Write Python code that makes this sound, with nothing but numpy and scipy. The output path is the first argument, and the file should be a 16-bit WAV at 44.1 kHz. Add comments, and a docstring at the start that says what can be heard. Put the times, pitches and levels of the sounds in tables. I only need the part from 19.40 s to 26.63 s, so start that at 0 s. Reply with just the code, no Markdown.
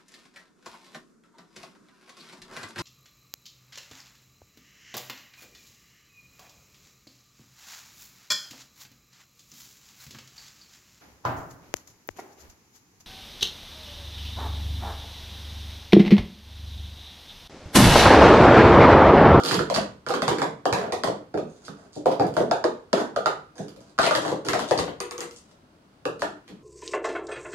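"""In a small, hard-walled room, plastic cups are stacked into pyramids on a table mat and swept down again.
Each impact excites damped modes: the table thumps, the air in the cup resonates, the wall rings and the
rim ticks. Nesting cups rasp by stick-slip friction. One cup tumbles onto the bare table and is put back
with two taps. A phone with two ports stands in front and hears it all over the low rush of the room."""
import sys
import numpy as np
from scipy import signal
from scipy.fft import rfft, irfft, next_fast_len
from scipy.io import wavfile

SR = 44100
rng = np.random.default_rng(int(sys.argv[2]) if len(sys.argv) > 2 else 0)


def digitize_waveform(pressure):
    """Quantize a signal to 16-bit integers and store it at the path in sys.argv[1].

    Rows of a 2-D input are taken as channels; values are limited to [-1, 1].
    """
    field = np.atleast_2d(pressure).T
    bounded = np.clip(field, -1, 1)
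    quanta = np.round(bounded * 32767).astype(np.int16)
    wavfile.write(sys.argv[1], SR, quanta)


N = 318843
RING_T = np.arange(4096) / SR  # time axis of one impact, in seconds
WALL_HZ, LIP_HZ = 1156, 2012  # usual pitches; grip and nested cups shift them from blow to blow

# Blows: start_s, level_db, hardness_db, hollow_hz, then wall_hz and lip_hz where given
LANDINGS = [(.131, -31, -6, 450, 1110), (.147, -45, -11, 433, 1120), (.191, -30.5, -1.5, 441, 1320),
            (.374, -31.5, -11, 602, 866), (.739, -32, -0.5, 457, 1100), (.913, -32, -3, 412, 960),
            (1.018, -30, -2, 537, 1286), (1.674, -30, -8, 459, 967), (1.941, -29, -19.5, 533, 1230),
            (1.975, -34, -10, 457, 1190), (2.281, -53.5, 6, 524, 1280), (2.563, -40.5, -40, 514, 1240),
            (2.658, -20, -18, 637, 1000), (2.797, -20.5, -17.5, 574, 1060), (2.822, -33, -12.5, 386, 1010),
            (2.967, -22, -12.5, 626, 1073), (2.995, -27, -18.5, 512, 1010), (4.193, -40, -27, 550, 1270),
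            (4.85, -33.5, -5, 707, 1270), (4.917, -32.5, -8.5, 576, 940), (5.067, -38, -22, 444, 1240),
            (7.1, -55, -9, 302, 1250)]  # a cup or stack lands on the mat
TIERS = [(3.112, -20, -6, 630, 1205, 1670), (3.241, -22.5, -5.5, 606, 1100, 1770),
         (3.53, -22.5, 0, 526, 997, 1700)]  # a cup is set on the tier below
CROWNS = [(.001, -38.5, 0.5, 617, 1250), (.665, -43, 4.5, 620, 1120), (.705, -38, 0, 650, 1120),
          (3.762, -29, -4.5, 584, 1406), (3.859, -28, 0.5, 630, 1287), (4.58, -51.5, 11, 530, 1280),
          (4.588, -31, 6, 537, 1180), (4.71, -29, 0, 645, 1120)]  # the top cup of a pyramid is set or grabbed
NESTS = [(.088, -41.5, -9, 537, 1320), (.111, -32.5, 3.5, 490, 1220), (.3, -31, -1, 686, 740),
         (.361, -40, 11.5, 580, 1260), (.694, -27.5, -16, 693, 1170), (.8206, -29.5, -0.5, 520, 1070),
         (.88, -28.5, 2, 580, 1196), (.985, -35.5, -0.5, 437, 1230), (1.327, -28.5, 1.5, 520, 1190),
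         (1.386, -49, 8, 470, 1240), (1.415, -59, 12, 470, 1270), (1.523, -34.5, 2.5, 490, 880),
         (1.636, -30.5, 1, 570, 1150), (4.631, -27.5, -2, 630, 1300), (4.744, -43, -8, 550, 1190),
         (4.7515, -30.5, 4.5, 565, 1150), (4.88, -44, 6, 527, 1220), (5.086, -31, 1.5, 510, 1335),
         (5.1335, -26, -3.5, 724, 1390), (5.193, -41.5, 8, 627, 1230), (5.389, -31.5, 2, 630, 1124)]  # a cup drops over another; the rows at 5.086 s and 5.1335 s add body to the stray cup's first bounces on the table
RIM_HITS = [(4.639, -36, 1, 690, 1290, 2070), (4.655, -31.5, -6, 700, 1180, 2370),
            (4.665, -27.5, 1, 660, 1080, 2230), (4.679, -45, 6, 614, 1170, 2050)]  # rim strikes rim in the falling pyramid
GRAZES = [(.036, -43, 0, 500), (.05, -44, 2, 530), (.06, -47, 6, 510), (.083, -43, -1.5, 500),
          (.117, -39, -1, 500), (.143, -47.5, 6.5, 500), (.342, -42.5, 0.5, 517), (.687, -53, 6.5, 515),
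          (2.554, -68, -2.5, 506), (2.8675, -58, 3, 483), (2.94, -57.5, -1, 438), (4.283, -62, 2.5, 390),
          (4.363, -56.5, -9, 550), (5.049, -40.5, -17, 460), (5.066, -55, 3, 483), (6.795, -62, 1.5, 533)]  # a rim grazes a cup in passing
TAPS = [(1.255, -25, 0, 546, 920, 1780), (5.31, -22, -0.5, 551, 970, 1850),
        (6.654, -28.5, -2, 510, 1195, 2500), (6.82, -28, 0.5, 578, 1293, 1530)]  # a cup is pushed home on its stack
# What each contact excites, relative to the blow: hollow_db, note_db, thump_db, wall_db, mouth_db,
# tick_db, lip_db, snap_db, treble_db_per_octave, chatter_db
ON_MAT = (-1.5, -11.5, -6, 4, -31, -3, -11, -6.5, -1, 4)
ON_TIER = (-4, 0, -16, -3.5, -13.5, -8.5, -7.5, -3.5, -3.5, -26)
AT_CROWN = (-1, 2.5, -13, -5, 5.5, -5, -42.5, -5, -2, -12)
IN_CUP = (-3.5, -28, -12.5, -0.5, -29.5, -3, -10, -6, -0.5, -11)
RIM_ON_RIM = (-5.5, 2.5, -23, -2.5, -25, -5, -2, -2, 1, -10)
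GRAZING = (-1, -8, -12, -9, 3, 7, -38, 12, 5.5, -5)
ON_STACK = (-6, 2.5, -12, -2.5, -18, -11, -11.5, -9, 0.5, -15)

def stacking():
    """The point of contact sets how modes share a blow. Yields start, room sound and forward beam."""
    for blows, contact in ((LANDINGS, ON_MAT), (TIERS, ON_TIER), (CROWNS, AT_CROWN), (NESTS, IN_CUP),
                           (RIM_HITS, RIM_ON_RIM), (GRAZES, GRAZING), (TAPS, ON_STACK)):
        for start_s, *blow in blows:
            yield start_s, *knock(contact, *blow)

def knock(contact, level_db, hardness_db, hollow_hz, wall_hz=WALL_HZ, lip_hz=LIP_HZ):
    """Impact excitation: any blow drives cavity and table; harder ones put more into the shell."""
    hollow_db, note_db, thump_db, wall_db, mouth_db, tick_db, lip_db, snap_db, tilt, chatter_db = contact
    firm_db, sag = -32.5, 0.51  # the thump grows more slowly than the blow: dB lost per dB
    table_db = level_db + thump_db - sag * (level_db - firm_db)
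    shell_db = level_db + hardness_db
    pop = strength(air_note(hollow_hz), level_db + note_db)
    body = strength(thump(), table_db)
    body += strength(hollow(hollow_hz), level_db + hollow_db) + undb(-17) * pop
    body += thud(table_db - 12.5)
    body += strength(wall(wall_hz), shell_db + wall_db)
    body += strength(tick(tilt, chatter_s=0.0032, chatter_db=chatter_db), shell_db + tick_db)
    body += strength(mouth(), shell_db + mouth_db)
    body += strength(lip(lip_hz), shell_db + lip_db - 2.5)  # the lip radiates mostly forwards
    clack = np.array([strength(wall(wall_hz), wall_db) + strength(lip(lip_hz), lip_db) for _ in range(2)])
    return body, pop + undb(shell_db - 0.5) * clack + snap(shell_db + snap_db)

# Air in the cup and the mat under it: pitch_ratio, level_db, t60_s
HOLLOW_MODES = [(.68, -3.5, 0.009), (.84, -4, 0.018), (1.0, -13, 0.035), (1.11, -3.5, 0.016),
                (1.38, 1, 0.0088)]

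def hollow(pitch_hz):
    """Cavity resonance: the enclosed air sounds a cluster of short-lived modes."""
    modes = ring(HOLLOW_MODES, pitch_hz, scatter_db=2, detune=0.024)
    return cut(swell(modes, rise_s=0.002), 290, "high")

def air_note(pitch_hz, t60_s=0.037):
    """Damped oscillator: the trapped air swells and dies on one clear pitch."""
    return swell(np.sin(2 * np.pi * pitch_hz * RING_T) * decay(RING_T, t60_s), rise_s=0.0076)

# Bending of the wall: pitch_ratio, level_db, t60_s
WALL_MODES = [(.78, -3, 0.016), (.9, -4.5, 0.018), (1.0, 0.5, 0.014), (1.12, -1, 0.014),
              (1.28, 5.5, 0.0077), (1.5, -6, 0.0067)]

def wall(pitch_hz):
    """Flexural vibration: the wall rings in a narrow band, a focused tock."""
    modes = swell(ring(WALL_MODES, pitch_hz, scatter_db=2.5), rise_s=0.00083)
    return cut(modes, 1.92 * pitch_hz, "low", order=5)

# The stiff lip: pitch_ratio, level_db, t60_s
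LIP_MODES = [(.92, -2, 0.011), (1.0, 6, 0.0055), (1.12, -7, 0.008), (1.27, -7, 0.0055)]

def lip(pitch_hz=LIP_HZ):
    """Stiffness raises natural frequency: the lip clacks above the wall."""
    return swell(ring(LIP_MODES, pitch_hz), rise_s=0.00083)

# The open mouth: pitch_hz, level_db, t60_s
MOUTH_MODES = [(1180, -3, 0.072), (1220, 8.5, 0.063), (1370, 19.5, 0.02)]

def mouth():
    """Free-edge vibration: the mouth flexes with little damping, a hollow tock."""
    return swell(ring(MOUTH_MODES, detune=0.0077), rise_s=0.0004)

# Crack of plastic on plastic: frequency_hz, density_db
CRACK_SPECTRUM = [(300, -3.5), (1200, 0), (2300, -4), (3600, 1), (4700, 3), (5800, -4), (7000, -5),
                  (8200, -13), (9400, -13), (10200, -17), (13000, -23), (15500, -44)]
# High ring of the rim: pitch_hz, level_db, t60_s
RIM_MODES = [(1845, 1, 0.0091), (2534, 7.5, 0.0044), (3440, 7, 0.0066), (3940, 0, 0.0025),
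             (4400, 12, 0.0012), (4300, 1.5, 0.0053), (7020, -7, 0.01)]

def tick(tilt, chatter_s=0.00099, chatter_db=-9):
    """A brief contact is broadband: the rim cracks, chatters, rings. Tilt is dB per octave above 5 kHz."""
    hz = freqs(RING_T)
    crack = impulse(along(CRACK_SPECTRUM, hz) + tilt * np.log2(np.maximum(hz / 5000, 1)))
    force = strength(noise_burst(chatter_s), chatter_db, 1 / SR)
    force[0] += 1  # the first strike
    chatter = signal.fftconvolve(force, crack)[:len(RING_T)]
    rim = swell(ring(RIM_MODES), rise_s=0.00068)
    return strength(chatter, 0) + strength(rim, -10)

# The struck patch of wall: pitch_hz, level_db, t60_s
SNAP_MODES = [(2770, -22, 0.0054), (3300, -23, 0.0028), (4530, 11.5, 0.0037), (5260, -6, 0.0092),
              (6830, -7.5, 0.0069)]

def snap(drive_db, firm_db=-20, growth=0.37):
    """Buckling is nonlinear: the snap grows faster than the blow. 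Each port lies in another lobe."""
    level_db = drive_db + growth * (drive_db - firm_db)
    lobes = [swell(ring(SNAP_MODES, detune=0.051), rise_s=0.0015) for _ in range(2)]
    return np.array([strength(lobe, level_db) for lobe in lobes])

# Table under the mat: pitch_hz, level_db, t60_s
TABLE_MODES = [(126.8, -7, 0.37), (158.7, 6, 0.1), (203.1, -9.5, 0.74), (252.4, 12, 0.028),
               (294.4, 0.5, 0.14), (401.4, -1, 0.045), (446, -1.5, 0.14)]

def thump():
    """Plate vibration: the blow passes through the mat and rings the table."""
    return cut(swell(ring(TABLE_MODES, detune=0.015), rise_s=0.0014), 146, "high")

# The whole table top: pitch_hz, level_db, t60_s
HEAVE_MODES = [(67.7, -11.5, 0.13), (115.7, -3, 0.024)]

def thud(level_db):
    """A slow contact drives the lowest modes: the whole table top heaves."""
    heave = swell(ring(HEAVE_MODES), rise_s=0.006)
    return strength(cut(heave, 116.5, "high", order=4), level_db)

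# Stacks set down hard: start_s, level_db
THUDS = [(.116, -37), (0.172, -34.5), (0.358, -40.5), (.872, -36), (1.012, -45.5), (1.315, -37),
         (2.791, -35.5), (5.377, -36)]

def stack_thuds():
    """Momentum transfer: each heavy stack sets the table top moving."""
    return [(start_s, thud(level_db)) for start_s, level_db in THUDS]

# A stray cup hits the bare table: start_s, ring_db, ping_db
BOUNCES = [(5.086, -36.5, -37), (5.133, -34.5, -44), (5.603, -35, -36), (5.71, -40.5, -41),
           (5.78, -41.5, -41), (5.806, -40, -37.5), (5.911, -76, -52), (5.986, -81, -60)]
# Its hollow, with no hand to damp it: pitch_hz, level_db, t60_s
FREE_MODES = [(358, -0.5, 0.059), (416, 1, 0.026), (477, -4, 0.21)]
# Dry clack of its shell: frequency_hz, density_db
CLACK_SPECTRUM = [(300, -21), (700, -16), (1000, -1.5), (1250, 3.5), (1600, -11.5), (2050, -6), (2800, -21),
                  (3450, -16), (4100, -31), (9000, -55)]
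# Its rim on the hard top: pitch_hz, level_db, t60_s
PING_MODES = [(4830, 0, 0.0052), (5600, 4, 0.0035), (6730, 2, 0.0043), (9000, 6, 0.0015)]

def stray_cup():
    """Free vibration: a loose cup rings freely at each bounce. Yields start, body and rim ping."""
    shell = impulse(along(CLACK_SPECTRUM, freqs(RING_T)))
    for start_s, ring_db, ping_db in BOUNCES:
        cavity = swell(ring(FREE_MODES, scatter_db=0, detune=0.0072), rise_s=0.0018)
        rattle = swell(noise_burst(0.009), rise_s=0.00034)
        clack = signal.fftconvolve(rattle, shell)[:len(RING_T)]
        ping = swell(ring(PING_MODES), rise_s=0.00047)
        chatter = tick(tilt=7.5, chatter_s=0.0026, chatter_db=-27)
        body = strength(cavity, ring_db - 5) + strength(clack, ring_db) + strength(lip(), ring_db - 14)
        yield start_s, body + strength(chatter, ping_db - 4), strength(ping, ping_db)

# Cups slide on cups, mat or table: start_s, end_s, body_db, hiss_db, brightness_db
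SLIDES = [(0.047, 0.16, -51, -41, 2), (0.34, 0.36, -41, -38, 11), (0.674, 0.76, -74, -49.5, 0),
          (0.962, 1.019, -42, -61, -8), (1.34, 1.493, -40.5, -57, -8), (2.055, 2.27, -69.5, -70, 13),
          (2.242, 2.286, -96, -55, 8), (2.357, 2.478, -65, -71.5, 11), (2.519, 2.588, -84, -58, 16),
          (2.662, 2.73, -40.5, -51, -2), (2.805, 2.838, -37, -66, -7), (2.973, 3.03, -40.5, -56, 7),
          (3.559, 3.618, -34.5, -48.5, 3), (4.146, 4.244, -57, -57.5, 7.5), (4.382, 4.516, -69, -68.5, 10),
          (4.595, 4.67, -49, -40.5, 8), (4.725, 4.785, -50, -45, 3), (4.794, 4.912, -43, -50, 5),
          (5.047, 5.066, -42.5, -47.5, 5), (5.165, 5.24, -41.5, -48, 0), (5.277, 5.299, -50, -46, 9),
          (5.371, 5.398, -42, -41, 12), (5.432, 5.5, -46, -55, -20), (5.785, 5.849, -56, -55.5, 23),
          (5.917, 5.98, -84, -59, 23), (6.036, 6.128, -72, -70.5, 6), (6.803, 6.834, -68, -49, 6),
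          (7.073, 7.099, -81, -55, -5)]
# Ribs scraping along a wall: pitch_hz, level_db, t60_s
SCRAPE_MODES = [(3190, -21.5, 0.0031), (4165, -9, 0.0023), (5100, -13, 0.0021)]

def slides(contacts=4, firm_db=-50, bite=0.68):
    """Friction excitation: each point of contact rings the cup its own way; firm slides scrape more."""
    for start_s, end_s, body_db, hiss_db, bright_db in SLIDES:
        seconds = end_s - start_s
        layers = 0
        for _ in range(contacts):
            cup = strength(ring(HOLLOW_MODES, 560, detune=0.014), 0) + strength(wall(1230), -1.2)
            cup += strength(ring(TABLE_MODES), -7)
            rim = tick(tilt=1)
            ribs = swell(ring(SCRAPE_MODES, detune=0.058), rise_s=0.00058)
            force = stick_slip(int(seconds * SR))
            layers += signal.fftconvolve(force[None], np.array([cup, rim, ribs]), axes=1)
        body, hiss, scrape = layers
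        body = strength(cut(body, 226, "high"), body_db, seconds)
        hiss = colour(hiss, [(3000, 0), (6000, bright_db), (9000, bright_db), (13000, 0)])
        scrape_db = hiss_db - 3 + bite * (hiss_db - firm_db)
        yield start_s, body + strength(hiss, hiss_db, seconds) + strength(scrape, scrape_db, seconds)

def stick_slip(size, catches_per_s=130, spread_db=5, smooth_drag=0.011):
    """Stick-slip force: plastic catches and lets go in tiny uneven steps."""
    catches = rng.random(size) < catches_per_s / SR
    steps = catches * undb(spread_db * rng.exponential(size=size).clip(0, 3))
    return (steps + smooth_drag) * rng.standard_normal(size) * signal.windows.tukey(size, 0.4)

# First echoes from ceiling and walls: delay_s, left_db, right_db
ECHOES = [(.0021, -28, -10.5), (.0078, -3, 2), (0.0099, 0, -16.5), (0.013, 0, -24)]
# Reverberation by band: centre_hz, t60_s, reverberant_to_direct_db
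REVERB_BANDS = [(95, 0.82, 2), (244, 0.41, 13.5), (660, 0.32, 11.5), (1220, 0.38, 3.5), (2890, 0.33, 7.5),
                (4680, 0.3, 1), (7300, 0.31, 6), (13000, 0.22, 9)]

def room_response(size=24576, build_s=0.0019, left_lag_s=0.00013, wander_s=0.00037):
    """Impulse response from one spot on the table: direct sound, early reflections, a dense tail."""
    t = np.arange(size) / SR
    noise, tail = rfft(diffuse(size)), 0
    centres_hz = np.array(REVERB_BANDS)[:, 0]
    for (_, t60_s, level_db), weights in zip(REVERB_BANDS, np.eye(len(centres_hz))):
        band = along(list(zip(centres_hz, weights)), freqs(t))
        fade = decay(t, t60_s) * (1 - np.exp(-t / build_s))
        tail += irfft(noise * band) * strength(fade, level_db, 1 / SR)
    early = np.zeros((2, size))
    for delay_s, left_db, right_db in ECHOES:
        arrival_s = abs(delay_s + wander_s * rng.standard_normal())
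        early[:, int(arrival_s * SR)] += undb([left_db, right_db])
    # The echoes are dull, but for a small share that keeps its treble.
    response = tail + cut(early, 910, "low", order=3) + undb(-9.5) * early
    response[0, int(left_lag_s * SR)] += 1
    response[1, 0] += 1
    return response

# Background of the room: frequency_hz, density_db
AIR_SPECTRUM = [(15, -26), (25, -6.5), (154, -7), (301, -6), (404, -14), (673, -15.5), (1210, -18),
                (1390, -18), (1810, -25), (4620, -29.5), (8100, -38), (12100, -44), (15000, -47)]

def room_air(level_db=-57):
    """Ambient noise: a low, steady rush from all sides."""
    rush = colour(diffuse(next_fast_len(N)), AIR_SPECTRUM)[:, :N]
    return strength(rush, level_db, 2 * N / SR)

def diffuse(size, spacing_s=0.0005):
    """Diffuse-field coherence: noise at two ports is alike in the bass, unrelated in the treble."""
    noise = rng.standard_normal((2, size))
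    coherence = np.sinc(2 * spacing_s * freqs(noise))
    mid, side = irfft(rfft(noise) * np.sqrt([1 + coherence, 1 - coherence]), size)
    return np.array([mid + side, mid - side]) / np.sqrt(2)

def ring(modes, pitch=1, scatter_db=3, detune=0.032):
    """Modal superposition; grip and point of contact vary the shares and pitches on every blow."""
    hz, level_db, t60_s = np.transpose(modes)[:, :, None]
    share, shift, side = rng.standard_normal((3, len(modes), 1))
    waves = np.sin(2 * np.pi * hz * pitch * (1 + detune * shift) * RING_T) * decay(RING_T, t60_s)
    return np.sum(np.sign(side) * undb(level_db + scatter_db * share) * waves, axis=0)

def swell(x, rise_s):
    """Finite contact time: vibration builds up gradually."""
    return x * (1 - np.exp(-(RING_T / rise_s) ** 2))

def decay(t, t60_s):
    """Exponential damping: 60 dB lost in t60_s."""
    return np.exp(-np.log(1000) * t / t60_s)

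def noise_burst(decay_s):
    """The random, dying force of a chattering contact."""
    return rng.standard_normal(len(RING_T)) * np.exp(-RING_T / decay_s)

def impulse(spectrum_db):
    """Minimum phase: the most abrupt click that has this spectrum."""
    cepstrum = irfft(np.log(undb(spectrum_db)))
    half = len(cepstrum) // 2
    cepstrum[1:half] *= 2
    cepstrum[half + 1:] = 0
    return irfft(np.exp(rfft(cepstrum)))

def undb(db):
    """Decibels to gain."""
    return 10 ** (np.asarray(db) / 20)

def strength(x, level_db, seconds=0.01):
    """Scale x to the energy of a sound of that level and length."""
    return x * undb(level_db) * np.sqrt(seconds * SR / np.sum(x ** 2))

def freqs(x):
    """Frequencies of the spectrum of x."""
    return np.fft.rfftfreq(x.shape[-1], 1 / SR)

def along(points, hz):
    """Interpolate (Hz, value) points on a log-frequency axis."""
    points = np.array(points)
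    return np.interp(np.log(hz + 1), np.log(points[:, 0]), points[:, 1])

def colour(x, points):
    """Filter x by a curve of (Hz, dB) points."""
    return irfft(rfft(x) * undb(along(points, freqs(x))), x.shape[-1])

def cut(x, hz, kind, order=2):
    """Low-pass or high-pass."""
    return signal.sosfilt(signal.butter(order, hz, kind, fs=SR, output="sos"), x)

def balance(difference_db):
    """Left and right gains that differ by this level."""
    return undb(difference_db * np.array([[1], [-1]]) / 2)

def add(out, x, start_s):
    """Mix x into out from start_s."""
    i = int(start_s * SR)
    out[:, i:i + x.shape[1]] += x[:, :max(N - i, 0)]

# Where the hands work: time_s, left_minus_right_db
HAND_PATH = [(0, -3), (.75, -3), (1.5, -2), (2.3, -4), (3.3, -1.5), (4.3, -3.5), (4.65, 1.5), (5.05, 0),
             (5.2, 2.5), (5.45, 2.5), (5.6, 2), (7.1, -1)]

def scene(spots=7):
    """Superposition: forward beams arrive directly; the rest is panned and passes through the room."""
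    responses = [room_response() for _ in range(spots)]
    out = room_air()
    into_room = []
    for start_s, body, beam in stacking():
        into_room.append((start_s, body))
        add(out, beam, start_s)
    for start_s, body, ping in stray_cup():
        into_room.append((start_s, body + undb(-7) * ping))
        add(out, ping[None], start_s)
    into_room += [*stack_thuds(), *slides()]
    for k, (start_s, sound) in enumerate(into_room):
        pan_db = np.interp(start_s, *np.transpose(HAND_PATH))
        heard = signal.fftconvolve(sound[None], responses[k % spots], axes=1)
        add(out, heard * balance(pan_db), start_s)
    return out

# Difference between the phone's ports: frequency_hz, left_minus_right_db
PORT_BALANCE = [(150, 1.5), (300, 3), (430, -3.5), (620, 8), (800, 2.5), (1300, -3.5), (2100, 0.5),
                (3600, -2), (4100, 1), (4700, -6.5), (5600, 1), (7000, -1.5), (9300, 11), (10500, 0)]

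def record(dry, bass_hz=52, top_hz=15800):
    """Frequency response: each port has its own colour; the phone cuts the deepest bass and the top."""
    padded = np.pad(dry, ((0, 0), (0, next_fast_len(N + len(RING_T)) - N)))
    ports = balance(along(PORT_BALANCE, freqs(padded)))
    coloured = irfft(rfft(padded) * ports, padded.shape[1])[:, :N]
    heard = cut(coloured, bass_hz, "high")
    return signal.sosfilt(signal.ellip(8, 0.2, 70, top_hz, fs=SR, output="sos"), heard)

dry = scene()
out = record(dry)
digitize_waveform(out)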